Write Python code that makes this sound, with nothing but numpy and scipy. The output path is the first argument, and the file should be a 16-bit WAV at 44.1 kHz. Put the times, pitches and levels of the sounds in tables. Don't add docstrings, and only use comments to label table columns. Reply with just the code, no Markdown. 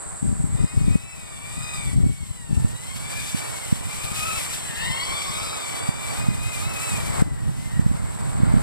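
import sys
import numpy as np
from scipy import signal
from scipy.fft import rfft, irfft, next_fast_len
from scipy.io import wavfile
from scipy.ndimage import uniform_filter1d

SR = 44100
rng = np.random.default_rng(int(sys.argv[2]) if len(sys.argv) > 2 else 0)


def materialize(psi):
    bounded = np.clip(np.atleast_2d(psi).T, -1, 1)
    quanta = np.round(bounded * 32767).astype(np.int16)
    wavfile.write(sys.argv[1], SR, quanta)


N = 380141

# (multiple of the blade rate, level [dB])
BLADE_ORDERS = [(.5, -9.5), (1, -1), (2, 3), (3, -2), (4, -6), (5, -11)]
# (time [s], blade rate [passes per s])
FIRST_ROTOR = [(.45, 1020), (.58, 1225), (.78, 1262), (.88, 1222), (1.1, 1325), (1.38, 1150), (1.6, 1230),
               (1.74, 1240), (1.95, 1125), (2.2, 1110), (2.52, 885), (2.7, 915), (3.0, 1140), (3.2, 1200),
               (3.45, 1150), (3.68, 1035), (3.85, 1195), (4.0, 1190), (4.35, 1315), (4.47, 1130),
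               (4.54, 1240), (4.72, 875), (5.06, 1140), (5.35, 1215), (5.45, 1325), (5.54, 1295),
               (5.68, 1150), (6.0, 1190), (6.1, 1155), (6.22, 1240), (6.4, 1205), (6.5, 1285),
               (6.585, 1160), (6.69, 1330), (6.78, 1255), (6.86, 1330), (7.03, 1145), (7.12, 1165),
               (7.2, 1045), (7.45, 925), (7.66, 1050), (7.84, 960), (7.94, 1050), (8.35, 1135),
               (8.47, 1070)]
# (time [s], second rate [passes per s], third rate [passes per s], hunting of the second [%])
SIDE_ROTORS = [(.65, 1020, 955, 0), (.78, 1105, 955, 3.5), (1.15, 1165, 1010, 2.5), (1.4, 1095, 910, 0),
               (1.65, 1225, 1005, 0), (1.97, 1055, 980, 2), (2.2, 1095, 960, 0), (2.5, 880, 800, 0),
               (3.3, 1140, 875, 0), (3.6, 1095, 960, 0), (3.75, 930, 940, 0), (4.05, 1150, 1160, 3),
               (4.3, 1270, 1250, 3), (4.45, 950, 1060, 0), (4.75, 810, 1020, 0), (4.87, 945, 1060, 0),
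               (4.94, 895, 1090, 0), (5.15, 1110, 1090, 0), (5.35, 1125, 1110, 0), (5.52, 1275, 1170, 0),
               (5.7, 1110, 1030, 0), (5.87, 1135, 955, 0), (6.1, 1150, 1015, 0), (6.4, 1010, 1010, 0),
               (6.65, 1080, 1040, 4), (6.83, 1170, 1000, 1), (7.05, 1035, 930, 2), (7.68, 915, 900, 0),
               (7.77, 955, 945, 0), (7.88, 875, 860, 0)]
# (time [s], first rotor against blade hiss [dB], second likewise [dB],
# lift of orders below 2 [dB], lift of orders above 2 [dB], speed shaken [%])
WHINE = [(.35, -31, -25, 10, -5, 0.29), (.6, -9, -10.5, 4, 4, 0.44), (1.1, -3.5, -11.5, -9, -3, 0.23),
         (1.4, -9.5, -13.5, 2, 4, 0.45), (1.75, 1, -9, -2.5, -0.5, 0.35), (1.97, -11, -16, -6, 2, 0.52),
         (2.6, -13, -31, 14, 6.5, 0.54), (3.2, -9, -17, -8, 2, 0.69), (3.7, -19, -23.5, -6, 4, 0.78),
         (4.3, -6.5, -16.5, 5.5, -7, 1.75), (4.6, -19, -22, -16, 5, 0.92), (4.85, -4, -4.5, 2, 4.5, 0.69),
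         (5.4, -12.5, -12, 10, 9.5, 0.7), (5.9, -8, -12.5, -1.5, 4, 0.52),
         (6.4, -6.5, -18.5, 0, -1.5, 0.43), (6.9, -7.5, -16, -2, -4, 0.4), (7.62, -11, -24, -4, -6, 0.35),
         (7.78, -8, -4, -2, -3, 0.41), (7.93, -15, -28, -15, -12, 0.49), (8.62, -10, -26, -15, -9, 0.53)]
# (time [s], treble sizzle [dB], blade hiss [dB], yard murmur [dB])
AIR = [(0, -37, -54.5, -41), (.9, -42, -47.5, -44), (1.4, -40.5, -45.5, -42), (1.78, -35, -41, -38.5),
       (2.2, -40.5, -45.5, -47), (2.8, -38.5, -42.5, -39), (3.2, -34.5, -32.5, -35), (3.7, -36, -36, -33),
       (4.4, -30.5, -27, -31.5), (4.63, -33.5, -35, -34), (4.9, -33, -36, -34), (5.87, -34.5, -38.5, -34),
       (6.15, -32, -33, -25.5), (6.4, -38, -38.5, -33.5), (6.55, -32, -32.5, -33), (6.7, -39, -35, -30.5),
       (6.87, -27.5, -30, -28), (7.05, -37, -34.5, -30.5), (7.21, -32.5, -36, -26.5),
       (7.6, -36.5, -34.5, -31.5), (8.35, -34.5, -40.5, -27), (8.62, -37.5, -38, -24.5)]
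# (frequency [Hz], relative level [dB per Hz])
SIZZLE = [(6400, -13.5), (7900, 10), (9000, 3), (10000, -10.5), (12500, -29), (15700, -54)]
# (frequency [Hz], relative level [dB per Hz])
HISS = [(600, -10), (1300, -10.5), (1700, -7), (2400, -4), (3000, -0.5), (5000, -5), (6400, -5),
        (10000, -2), (15700, -19)]
# (frequency [Hz], relative level [dB per Hz])
MURMUR = [(200, -7.5), (420, -3.5), (650, -1), (950, -3), (1300, -8), (1600, -11.5), (3000, -23.5),
          (5000, -23.5)]
# (frequency [Hz], relative level [dB per Hz])
WIND = [(18, -43), (30, 1.5), (130, 5), (220, -4.5), (461, -24.5), (780, -29.5), (1320, -56)]
# (time [s], level before lumps [dB])
BREEZE = [(0, -41.5), (1.2, -37), (1.8, -34), (5.6, -34.5), (7.3, -26), (8.62, -29.5)]
# (start [s], length [s], first level [dB], last level [dB])
GUSTS = [(0.2, 0.44, -22, -24), (0.724, 0.216, -24, -15.5), (1.74, 0.35, -35, -15.5),
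         (2.485, 0.17, -18.5, -21.5), (6.169, 0.245, -24, -26.5), (7.752, 0.36, -19, -29),
         (8.273, 0.35, -23, -20.5)]
# (time [s], strength [dB])
EDDIES = [(0.23, -9.5), (0.442, -7.5), (0.645, -4.5), (0.814, -8), (0.883, -12), (0.957, 0), (1.933, -15),
          (2.064, -9), (2.531, -6), (2.649, -3), (3.348, -8.5), (3.728, -1.5), (4.118, -17.5),
          (5.891, -6.5), (6.288, -2.5), (7.223, 1.5), (7.796, -1), (7.865, -1), (7.915, -8.5),
          (8.404, -6.5), (8.435, 1), (8.541, 0.5)]
WINDWARD_SWAPS = [2.6, 4.0, 5.5, 7.0, 7.35]
# (frequency [Hz], phase of right against left [half turns],
# power share common to both [0-1], left over right [dB])
PAIR = [(500, 1, .9, .5), (1150, .6, .55, -3.5), (1500, .05, .6, 0), (1900, 0, .45, 6), (2250, -.5, .4, 11),
        (2750, -.85, .6, 6), (3600, -1.3, .8, 1.5), (4500, -1.9, .7, 1.5), (5450, -2.2, .55, 4.5),
        (6400, -3, .7, 0), (7400, -4, .7, -1), (8600, -4, .65, -3), (9500, -5, .4, -1), (14800, -8, .3, 11)]
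# (time [s], depth [dB])
DIPS = [(0.961, 3), (1.947, 4), (3.732, 3), (5.899, 4.5), (7.226, 12)]

HUNT_PER_S, HUNT_FROM_S = 6.95, .75
FOURTH_SHARE = .94
THIRD_DB, FOURTH_DB = -2.5, -7
INERTIA_S = .05
HISS_FLICKER_DB, LUMP_SHARED_DB, LUMP_OWN_DB = 1.3, 2.7, 3.4
GUST_RISE_S, GUST_FALL_S = .02, .043
LEE_DB, LEAK_TO_LEFT, LEAK_TO_RIGHT = -9, .67, .57
DIP_FALL_S, DIP_RECOVER_S = .02, 1.88
CUTOFF_HZ = 15750


def whine():
    first_db, second_db, lower_db, upper_db, shaken = in_time(WHINE)
    first = in_time(FIRST_ROTOR)[0]
    second, third, hunting = in_time(SIDE_ROTORS)
    rocking = np.cos(2 * np.pi * HUNT_PER_S * (np.arange(N) / SR - HUNT_FROM_S))
    second = second * (1 + hunting / 100 * rocking)
    rotors = [(first, first_db),
              (second, second_db),
              (third, second_db + THIRD_DB),
              (FOURTH_SHARE * third, second_db + FOURTH_DB)]
    wobble = np.abs(shaken) / 100
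    together = sum(rotor(hz, db, lower_db, upper_db, wobble, flutter_db=2.6) for hz, db in rotors)
    hiss_db = in_time(AIR)[1]
    return widened(from_db(hiss_db) * together, None)


def rotor(hz, db, lower_db, upper_db, wobble, flutter_db):
    out = np.zeros(N)
    hz = uniform_filter1d(hz, int(INERTIA_S * SR))
    turn = 2 * np.pi * np.cumsum(hz * (1 + wobble * drift(32.97))) / SR
    for multiple, level_db in BLADE_ORDERS:
        lift_db = (multiple < 2) * lower_db + (multiple > 2) * upper_db
        shaken_db = flutter_db * (drift(14.4) + drift(69))
        tone = np.sin(multiple * turn + rng.uniform(0, 2 * np.pi))
        out += from_db(level_db + lift_db + shaken_db) * tone
    return np.sqrt(2) * from_db(db) * out


def hiss_and_sizzle():
    sizzle_db, hiss_db, _ = in_time(AIR)
    flicker_db = 1.0 * drift(21.0)
    noise = from_db(sizzle_db + flicker_db) * coloured(SIZZLE, count=3)
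    noise += from_db(hiss_db + flicker_db + HISS_FLICKER_DB * drift(13.6)) * coloured(HISS, count=3)
    return widened(noise[0], noise[1:])


def wind():
    own_lumps = np.array([drift(36.0), drift(38)])
    lumps = from_db(LUMP_SHARED_DB * drift(14) + LUMP_OWN_DB * own_lumps)
    windward = np.searchsorted(WINDWARD_SWAPS, np.arange(N) / SR) % 2
    exposed_db = LEE_DB * uniform_filter1d(np.array([windward, 1. - windward]), SR // 20)
    ports = wind_level() * lumps * from_db(exposed_db) * coloured(WIND, count=2)
    add_eddies(ports, windward)
    return ports - np.array([[LEAK_TO_LEFT], [LEAK_TO_RIGHT]]) * ports[::-1]


def add_eddies(ports, windward):
    half = SR // 40
    for (s, db), (phase, size) in zip(EDDIES, rng.random((len(EDDIES), 2))):
        hz = 125 + 45 * size
        cycles = np.arange(-half, half) * hz / SR
        start = int(s * SR) - half
        envelope = np.exp(-(cycles / .42) ** 2) + .37 * np.exp(-np.abs(cycles) / .15)
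        swing = np.cos(np.pi * (2 * cycles + np.round(phase) + phase / 4))
        ports[windward[start], start:start + len(cycles)] += from_db(db) * envelope * swing


def wind_level():
    t, level = np.arange(N) / SR, from_db(in_time(BREEZE)[0])
    for s, length, first_db, last_db in GUSTS:
        corners = [s, s + GUST_RISE_S, s + length, s + length + GUST_FALL_S]
        shape = np.interp(t, corners, [0, 1, 1, 0])
        gust_db = np.interp(t, [s, s + length], [first_db, last_db])
        level = np.maximum(level, shape * from_db(gust_db))
    return level


def yard_murmur():
    murmur_db = in_time(AIR)[2]
    noise = from_db(murmur_db + 1.2 * drift(5)) * coloured(MURMUR, count=3)
    return widened(noise[0], noise[1:])


def widened(common, own):
    hz, phase, share, tilt_db = np.transpose(PAIR)

    def tilt(f):
        return from_db(np.outer([.5, -.5], np.interp(f, hz, tilt_db)))

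    def tilt_and_turn(f):
        return tilt(f) * np.exp(1j * np.pi * np.outer([-.5, .5], np.interp(f, hz, phase)))

    def part(f):
        return np.clip(np.interp(f, hz, share), 0, 1)

    if own is None:
        return filtered(common, tilt_and_turn)
    return (filtered(common, lambda f: tilt_and_turn(f) * np.sqrt(part(f)))
            + filtered(own, lambda f: tilt(f) * np.sqrt(1 - part(f))))


def dips_db():
    t, total = np.arange(N) / SR, np.zeros(N)
    for s, depth_db in DIPS:
        fall = np.clip((t - s) / DIP_FALL_S + .5, 0, 1)
        total -= depth_db * fall * np.exp(-np.maximum(t - s, 0) / DIP_RECOVER_S)
    return total


def from_db(db):
    return 10 ** (np.asarray(db) / 20)


def rms_one(x):
    return x / np.sqrt(np.mean(x ** 2) + 1e-20)


def in_time(rows):
    s, *columns = np.transpose(rows)
    return [np.interp(np.arange(N) / SR, s, c) for c in columns]


def drift(rate):
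    r = np.exp(-80 * np.pi * rate / SR)
    steps = rng.standard_normal(N // 40 + 2002)
    slow = signal.lfilter([1], [1, -2 * r, r * r], steps)[2000:]
    return np.interp(np.arange(N) / 40, np.arange(len(slow)), rms_one(slow))


def filtered(x, response):
    size = next_fast_len(N + 4096)
    hz = np.arange(size // 2 + 1) * SR / size + 1e-3
    return irfft(rfft(x, size) * response(hz), size)[..., :N]


def coloured(spectrum, count):
    hz, db = np.transpose(spectrum)

    def shape(f):
        return from_db(np.interp(np.log(f), np.log(hz), db, left=-70, right=-70))

    return rms_one(filtered(rng.standard_normal((count, N)), shape))


def scene():
    return from_db(dips_db()) * (whine() + hiss_and_sizzle() + yard_murmur()) + wind()


def record(dry):
    rounded = .95 * np.tanh(dry / .95)
    return signal.sosfilt(signal.cheby2(16, 70, CUTOFF_HZ, fs=SR, output="sos"), rounded)


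dry = scene()
out = record(dry)
materialize(out)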